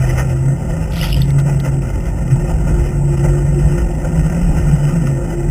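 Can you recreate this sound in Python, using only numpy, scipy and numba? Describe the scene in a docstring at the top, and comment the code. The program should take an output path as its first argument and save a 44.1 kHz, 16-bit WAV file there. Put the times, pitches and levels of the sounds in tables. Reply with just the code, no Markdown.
"""A boat engine hums through the water: a wobbling sine with a rougher tone of filtered noise above it.
A small camera is towed behind in a housing. Eddies buffet the case as slow-swaying low noise, and rushing
water is noise that rings its body, walls and port. A cloud of wake bubbles sweeps past as short rising sines,
with ticks of noise on the port; stray bubbles crackle throughout. Sampling at 8000 Hz, with each value held,
mirrors the bass in the treble."""
import sys
import numpy as np
from scipy import signal
from scipy.fft import rfft, irfft
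from scipy.io import wavfile
from scipy.ndimage import uniform_filter1d
from numba import njit

SR = 44100
rng = np.random.default_rng(int(sys.argv[2]) if len(sys.argv) > 2 else 0)


def dump_mix(stems):
    """Bounce the given channels to the path in sys.argv[1] as a 16-bit WAV at rate SR."""
    frames = np.atleast_2d(stems).T  # one column per channel
    limited = np.clip(frames, -1, 1)  # hard clip at full scale
    pcm = np.round(limited * 32767).astype(np.int16)
    wavfile.write(sys.argv[1], SR, pcm)


N = 242550  # length [samples]

# engine hum, coming in spells: (time [s], pitch [Hz], level [dB], flutter depth [dB])
ENGINE_HUM = [(0.0, 129.3, -14, 2), (0.3, 130.2, -18, -1.5), (0.49, 136.2, -12, 2.5),
              (0.58, 134.2, -25.5, 2), (0.86, 134.9, -25.5, 5), (1.1, 137.8, -27.5, 6),
              (1.17, 135.6, -18, 4), (1.33, 138.1, -12.5, 3.5), (1.48, 141.4, -12.5, -1.5),
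              (1.62, 137.7, -15.5, -2), (1.8, 132.2, -15, 2), (1.96, 129.8, -30, -3), (2.28, 132.5, -21, 2),
              (2.33, 134.7, -14, 4.5), (2.5, 136.5, -21.5, 3.5), (2.58, 135.7, -30.5, 6.5),
              (2.9, 139.6, -31, 6.5), (2.96, 140, -15.5, 0), (3.45, 140.2, -15, 2.5),
              (3.73, 143.4, -14.5, 0), (3.78, 143.9, -30, 4), (4.0, 148, -26.5, 4.5),
              (4.2, 146.8, -22.5, 6), (4.42, 140.9, -26, 2.5), (4.52, 146, -22, 5), (4.75, 144.6, -13.5, 4),
              (5.17, 137.6, -18, 2), (5.24, 137.7, -26.5, 3), (5.36, 138.6, -25, 7), (5.5, 138, -23.5, 0)]
# rougher tone above the hum: (time [s], level [dB])
UPPER_TONE = [(0.0, -30), (0.03, -26.5), (1.3, -22.5), (1.36, -39), (1.45, -23), (1.71, -26), (1.74, -28.5),
              (2.74, -20), (2.86, -30.5), (3.12, -19.5), (3.15, -25), (3.26, -13.5), (3.32, -26.5),
              (3.74, -19.5), (4.03, -25.5), (4.11, -16), (4.53, -18.5), (4.6, -13), (4.63, -26),
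              (4.73, -12), (4.86, -33), (4.95, -16), (5.19, -31), (5.5, -20.5)]
# sharpest resonance of the housing: (time [s], level [dB])
HOUSING_SONG = [(0.0, -34), (0.14, -29.5), (0.2, -35.5), (0.52, -32), (0.87, -39), (1.21, -32.5),
                (1.82, -31.5), (1.85, -31), (2.1, -42), (2.45, -26), (2.56, -37), (2.76, -25.5),
                (2.96, -30.5), (3.41, -22), (3.48, -40), (3.58, -20.5), (3.63, -39), (3.72, -27.5),
                (4.27, -34.5), (4.32, -26.5), (4.41, -34), (5.5, -27.5)]
# eddies that shake the housing: (time [s], level [dB], centre [Hz])
EDDY_BUFFET = [(0.0, -15.5, 48.4), (0.35, -23, 63.7), (0.6, -23.5, 53.6), (1.0, -17, 48.8),
               (1.4, -18.5, 41), (1.85, -24.5, 56), (2.1, -18.5, 43.2), (2.4, -18.5, 44.2),
               (2.7, -15, 44.06), (3.2, -18.5, 51.3), (3.6, -15.5, 54), (3.9, -18, 45.7),
               (4.2, -20.5, 49.3), (4.55, -12.5, 36.9), (5.0, -22.5, 41.3), (5.5, -17.5, 46.3)]
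# strongest thuds of single eddies: (start [s], nominal length [s], rise [dB])
EDDY_THUDS = [(0.0, 0.026, 6.5), (0.672, 0.057, 6.5), (1.662, .08, 7), (1.54, .04, 4), (1.81, .04, 5),
              (1.92, 0.048, 5), (2.06, .05, 5), (2.53, .05, 5), (2.7, .06, 6), (2.78, .05, 6),
              (2.86, 0.046, 3), (3.621, 0.057, 7), (3.76, .1, 4), (4.02, 0.049, 8), (4.161, .08, 10),
              (4.47, .12, 5), (5.23, .07, 2.5)]
# water rushing along the case: (time [s], level on the walls [dB], level on the port [dB])
WATER_RUSH = [(0.0, -30.5, -34), (0.35, -35, -40), (0.85, -33.5, -39), (1.4, -36, -42.5),
              (2.0, -35.5, -41.5), (2.6, -33.5, -41.5), (3.2, -34, -38), (3.9, -32.5, -39.5),
              (4.5, -32.5, -37.5), (5.0, -33, -39), (5.5, -34.5, -41.5)]
# sudden gushes along the case: (start [s], nominal length [s], change on walls [dB], change on port [dB])
WATER_GUSHES = [(0.028, 0.021, 4, 1), (0.087, 0.032, 2, 5.5), (0.167, 0.048, 9.5, 13), (0.28, 0.039, 3, 7),
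                (0.425, 0.096, 4.5, 4), (0.691, 0.025, 3.5, 5.5), (0.958, 0.03, 4.5, 3.5),
                (1.01, 0.061, 5.5, 11.5), (1.152, 0.052, 3, 4), (1.276, 0.028, 3, 4.5),
                (1.376, 0.029, 2, 8), (1.462, 0.063, 7.5, 7), (1.63, 0.059, 9.5, 9.5),
                (1.823, 0.069, 3, 3.5), (2.049, .045, 4, 7), (2.156, 0.046, 6, 4), (2.299, 0.03, -4, 5),
                (2.386, .03, 4.5, 3.5), (2.47, 0.046, 2.5, 4.5), (2.652, 0.067, 9.5, 6.5),
                (3.0, 0.033, 2, -7), (3.224, .06, 7.5, 4.5), (3.327, 0.025, 0, 2), (3.586, 0.031, 1, 3),
                (3.653, 0.018, 6.5, -1), (3.766, 0.047, -0.5, 4.5), (4.033, 0.038, 9, 5.5),
                (4.3, 0.089, 3, -1), (4.5, 0.063, 5, 0.5), (4.57, 0.044, 4, 6.5), (4.82, 0.028, 4, 2),
                (4.87, 0.051, 1.5, 3.5), (5.056, 0.028, 1, 8), (5.29, .04, 2, 1.5),
                (5.471, 0.033, 2.5, 2.5)]
# slower water rumbling in the body of the case: (time [s], level [dB])
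BODY_RUMBLE = [(0.0, -31.5), (0.6, -26), (1.0, -29.5), (1.4, -25.5), (2.0, -27.5), (2.4, -27.5),
               (2.7, -24.5), (3.1, -26.5), (4.3, -25), (5.5, -25)]
# resonances of the body: (centre [Hz], width between half-amplitude points [Hz], relative level [dB])
BODY_MODES = [(104, 66, 5), (215, 83, 0), (235, 22, 1), (285.6, 44.5, 0.5), (389, 85, -6.5)]
# resonances of the walls: (centre [Hz], width between half-amplitude points [Hz], relative level [dB])
WALL_MODES = [(533.2, 91, 0.5), (665, 125, -5), (762.7, 21, -2), (866, 114, -6), (975, 65, -14)]
# resonances of the port: (centre [Hz], width between half-amplitude points [Hz], relative level [dB])
PORT_MODES = [(1235, 132, -6), (1400, 180, -1), (1545, 90, -7), (1837, 91, -1.5), (1979, 88, -2.5),
              (2076, 102, -6), (2363, 230, -16), (2513, 204, -10), (2726, 133, -9), (2982, 117, -10),
              (3302, 180, -23.5), (3630, 640, -31.5)]
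# passing bubble cloud: (time [s], level [dB])
BUBBLE_CLOUD = [(0.9, -60), (0.92, -43), (0.96, -32), (1.0, -30.5), (1.03, -28.5), (1.1, -32.5),
                (1.14, -34), (1.16, -40), (1.18, -37), (1.2, -43), (1.22, -34), (1.24, -46), (1.29, -51)]
# larger single bubbles: (time [s], level before swell and fade [dB], starting pitch [Hz], 60 dB decay [s])
RINGING_BUBBLES = [(0.9774, -22, 1980, 0.026), (1.012, -10.5, 2840, 0.022), (1.0303, -14, 1970, 0.02),
                   (1.0394, -16, 3260, 0.022), (1.056, -17.5, 3100, 0.029), (1.1276, -9, 2820, 0.019),
                   (1.1436, -7, 2820, 0.0094), (1.1647, -23, 3100, 0.044), (1.2074, -21.5, 1890, 0.019),
                   (1.2175, -11.5, 3540, 0.018), (1.305, -22, 2080, 0.018)]
# bubbles that burst on the port: (time [s], peak [dB])
BURSTS = [(0.9203, -29), (0.955, -39), (1.103, -27), (1.182, -32), (1.25, -41), (1.304, -28.5),
          (1.388, -30), (1.397, -29.5), (1.599, -21.5)]
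# loudest stray bubbles behind the cloud: (time [s], peak [dB], starting pitch [Hz])
STRAY_BUBBLES = [(1.6481, -30, 2570), (1.7685, -35, 2530), (1.8194, -32, 2500), (1.8927, -32, 2660),
                 (2.0074, -32, 2680), (2.0578, -34, 2970), (2.2788, -33, 2706), (2.3976, -38, 2740),
                 (2.5387, -32, 2660), (2.876, -32, 2555), (3.1329, -35, 2510), (3.1948, -31, 2700),
                 (3.2577, -36, 2652), (3.546, -34, 2640), (3.5894, -33, 2549), (3.8009, -34, 2306),
                 (3.9141, -33, 2680), (3.951, -39, 2657), (4.0518, -35, 2660), (4.2329, -35, 2687),
                 (4.3468, -28, 2520), (4.4145, -32, 2440), (4.4858, -36, 2570), (4.5615, -28, 2500),
                 (4.637, -35, 2683), (4.7138, -28.5, 2680), (4.852, -28, 2700), (4.9404, -32, 2490),
                 (5.0695, -27, 2700), (5.1124, -35, 2410), (5.3828, -35, 2660), (5.4297, -37, 2693)]

SURGE_ATTACK, SURGE_HALF_RELEASE = 0.32, 0.48  # shares of a surge's nominal length
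CLOUD_HZ = 2995  # median starting pitch of the fizz
TICK_HZ, TICK_WIDTH_HZ, TICK_S = 3580.0, 1250.0, 0.0058
SAMPLES_A_SECOND = 8000
TOP_HZ = 15315  # final cutoff


def undb(db):
    """Decibels to gain."""
    return 10 ** (np.asarray(db) / 20)


def unit(x):
    """Scale to rms 1."""
    return x / np.sqrt(np.mean(x ** 2))


def curve(rows):
    """Columns of a table, joined by straight lines in time."""
    s, *columns = np.transpose(rows)
    return [np.interp(np.arange(N) / SR, s, column) for column in columns]


def walk(rate):
    """Random drift of rms 1: levels held for 1 / rate seconds, then smoothed twice."""
    hold = int(SR / rate)
    steps = np.repeat(rng.standard_normal(N // hold + 1), hold)
    smooth = uniform_filter1d(uniform_filter1d(steps, hold), hold)
    return unit(smooth[:N])


def surge(start, length):
    """0 to 1 and back: quick attack, hold, slower release that is halfway down at the nominal length."""
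    corners = np.array([0, SURGE_ATTACK, 1 - SURGE_HALF_RELEASE, 1 + SURGE_HALF_RELEASE])
    return np.interp(np.arange(N) / SR, start + length * corners, [0, 1, 1, 0])


@njit
def band(x, hz, width):
    """State-variable band-pass with a moving centre and gain 1 at that centre."""
    y, band_state, low_state = np.empty(len(x)), 0., 0.
    for i in range(len(x)):
        g, damping = np.tan(np.pi * hz[i] / SR), width / hz[i]
        v = (band_state + g * (x[i] - low_state)) / (1 + g * (g + damping))
        band_state = 2 * v - band_state
        low_state += 2 * g * v
        y[i] = damping * v
    return y


def sway(hz, width_hz, steady):
    """A resonance shaken by turbulence; steady 0-1 evens out its swing, as a self-sustained motion does."""
    x = band(rng.standard_normal(N), hz, width_hz)
    x = unit(band(x, hz, width_hz))
    power = np.abs(signal.hilbert(x)) ** 2
    return unit(x / (power + 0.36) ** (np.clip(steady, 0, 1) / 2))


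def resonate(strength, modes, gurgle_db):
    """Each resonance rings with its own gurgling noise; squared slopes keep the valleys between them dark."""
    hz = np.fft.rfftfreq(N, 1 / SR)
    spectrum, power = 0, 0
    for centre, width, db in modes:
        shape = undb(db) / (1 + (2 * (hz - centre) / width) ** 2)
        flow = rng.standard_normal(N) * strength * undb(gurgle_db * walk(28))
        spectrum = spectrum + shape * rfft(flow)
        power = power + shape ** 2
    return irfft(spectrum, N) / np.sqrt(np.mean(power))


def ring(hz, t60, glide):
    """A bubble: a sine that swells over three cycles while it fades and slides up."""
    t = np.arange(int(t60 * SR) + 2) / SR
    swell = np.minimum(t * hz / 3, 1)
    fade = np.exp(-np.log(1000) * t / t60)
    return swell * fade * np.sin(2 * np.pi * hz * t * (1 + glide * t / t60))


def tick(hz, width_hz, length):
    """A bubble burst: a puff of noise in a wide band, peak 1."""
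    t = np.arange(int(.03 * SR)) / SR
    puff = rng.standard_normal(len(t)) * t * np.exp(-4 * t / length)
    centre = np.full(len(t), hz)
    sound = band(band(puff, centre, width_hz), centre, width_hz)
    return sound / np.max(np.abs(sound))


def add(out, s, sound):
    """Mix a sound in at s seconds."""
    i = int(s * SR)
    out[i:i + len(sound)] += sound[:N - i]


def crackle(a_second=50, level_db=-46, scatter_db=4.5, hz=2650, spread=.07, cycles=15.0):
    """Stray small bubbles tick on the port all the while, each a brief rising sine."""
    count = int(a_second * N / SR)
    size, strength = rng.standard_normal((count, 2)).T
    times = rng.uniform(0, N / SR, count)
    faint = zip(times, level_db + scatter_db * strength, hz * np.exp(spread * size))
    out = np.zeros(N)
    for s, db, pitch in [*faint, *STRAY_BUBBLES]:
        pop = ring(pitch, cycles / pitch, 0.04)
        add(out, s, pop / np.max(np.abs(pop)) * undb(db))
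    return out


def bubbles(a_second=2600, spread=.15, cycles=23.0, scatter_db=5.0):
    """A fizz of small ringing bubbles while the cloud passes, larger single ones, and noise bursts."""
    fizz, start, end = np.zeros(N), BUBBLE_CLOUD[0][0], BUBBLE_CLOUD[-1][0]
    count = int(a_second * (end - start))
    times = rng.uniform(start, end, count)
    for s, (size, strength) in zip(times, rng.standard_normal((count, 2))):
        hz = CLOUD_HZ * np.exp(spread * size)
        add(fizz, s, ring(hz, cycles / hz, 0.1) * undb(scatter_db * strength))
    share = (end - start) * SR / N  # levels the fizz over the cloud's span alone
    out = unit(fizz) * np.sqrt(share) * undb(curve(BUBBLE_CLOUD)[0])
    for s, db, hz, t60 in RINGING_BUBBLES:
        add(out, s, undb(db) * ring(hz, t60, .06))
    for s, db in BURSTS:
        add(out, s, undb(db) * tick(TICK_HZ, TICK_WIDTH_HZ, TICK_S))
    return out


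def rush(patchy_db=0.5, bright_patchy_db=1.22, flicker_db=0.3, grain_db=2.0):
    """Patchy, grainy flow rings walls and port together; the body rumbles more evenly."""
    wall_db, port_db = curve(WATER_RUSH)
    flow_db = patchy_db * walk(17) + flicker_db * walk(45) + grain_db * walk(250)
    port_db = port_db + bright_patchy_db * walk(13)
    for start, length, wall_change_db, port_change_db in WATER_GUSHES:
        gush = surge(start, length)
        wall_db = wall_db + wall_change_db * gush
        port_db = port_db + port_change_db * gush
    body = resonate(undb(curve(BODY_RUMBLE)[0]), BODY_MODES, gurgle_db=0.45)
    walls = resonate(undb(flow_db + wall_db), WALL_MODES, gurgle_db=1.0)
    port = resonate(undb(flow_db + port_db), PORT_MODES, gurgle_db=1.66)
    return body + walls + port


def housing(thud_db=1.6, waver_db=1.2):
    """Eddies thud against the case as low swaying noise; its sharpest resonance sings on its own."""
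    eddy_db, eddy_hz = curve(EDDY_BUFFET)
    thuds = sum(rise * surge(start, length) for start, length, rise in EDDY_THUDS)
    eddy_db = eddy_db + thud_db * walk(16) + thuds
    tone = sway(np.full(N, 347.), width_hz=18.0, steady=0.6)
    tone_db = curve(HOUSING_SONG)[0] + waver_db * walk(12)
    buffet = sway(eddy_hz, width_hz=34.0, steady=0.6)
    return buffet * undb(eddy_db) + tone * undb(tone_db)


def engine(wobble_hz=1.68, upper_flutter_db=2.0):
    """A nearly clean hum whose pitch wobbles a little, and a rougher tone of narrow noise just above it."""
    hz, db, flutter_db = curve(ENGINE_HUM)
    phase = 2 * np.pi * np.cumsum(hz + wobble_hz * walk(25)) / SR
    hum = np.sqrt(2) * np.sin(phase)  # rms 1
    hum_db = db + flutter_db * walk(22.03)
    upper = sway(np.full(N, 162.), width_hz=18., steady=.7)
    upper_db = curve(UPPER_TONE)[0] + upper_flutter_db * walk(14)
    return hum * undb(hum_db) + upper * undb(upper_db)


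def scene():
    """Everything the microphone inside the housing hears."""
    return (crackle() + bubbles() + rush() + housing() + engine())[None]


def record(dry, bass_hz=26.6, edge_hz=4320.0, dull_hz=15800.0):
    """Loud peaks rounded; slow sampling with each value held until the next; the top dulled and cut."""
    # the microphone misses the deepest bass
    heard = signal.sosfilt(signal.butter(2, bass_hz, "high", fs=SR, output="sos"), dry)
    rounded = np.tanh(0.55 * heard) / 0.54
    # steep treble cut ahead of the slow sampling
    guarded = signal.sosfilt(signal.butter(12, edge_hz, fs=SR, output="sos"), rounded)
    samples = signal.resample_poly(guarded, SAMPLES_A_SECOND, SR, axis=1, padtype="line")
    # the held steps mirror the sound around multiples of the slow rate
    steps = np.repeat(samples, 6, axis=1)
    held = signal.resample_poly(steps, SR, 6 * SAMPLES_A_SECOND, axis=1, padtype="line")
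    dulled = signal.sosfilt(signal.butter(3, dull_hz, fs=SR, output="sos"), held[:, :N])
    return signal.sosfilt(signal.ellip(12, .3, 70, TOP_HZ, fs=SR, output="sos"), dulled)


dry = scene()
out = record(dry)
dump_mix(out)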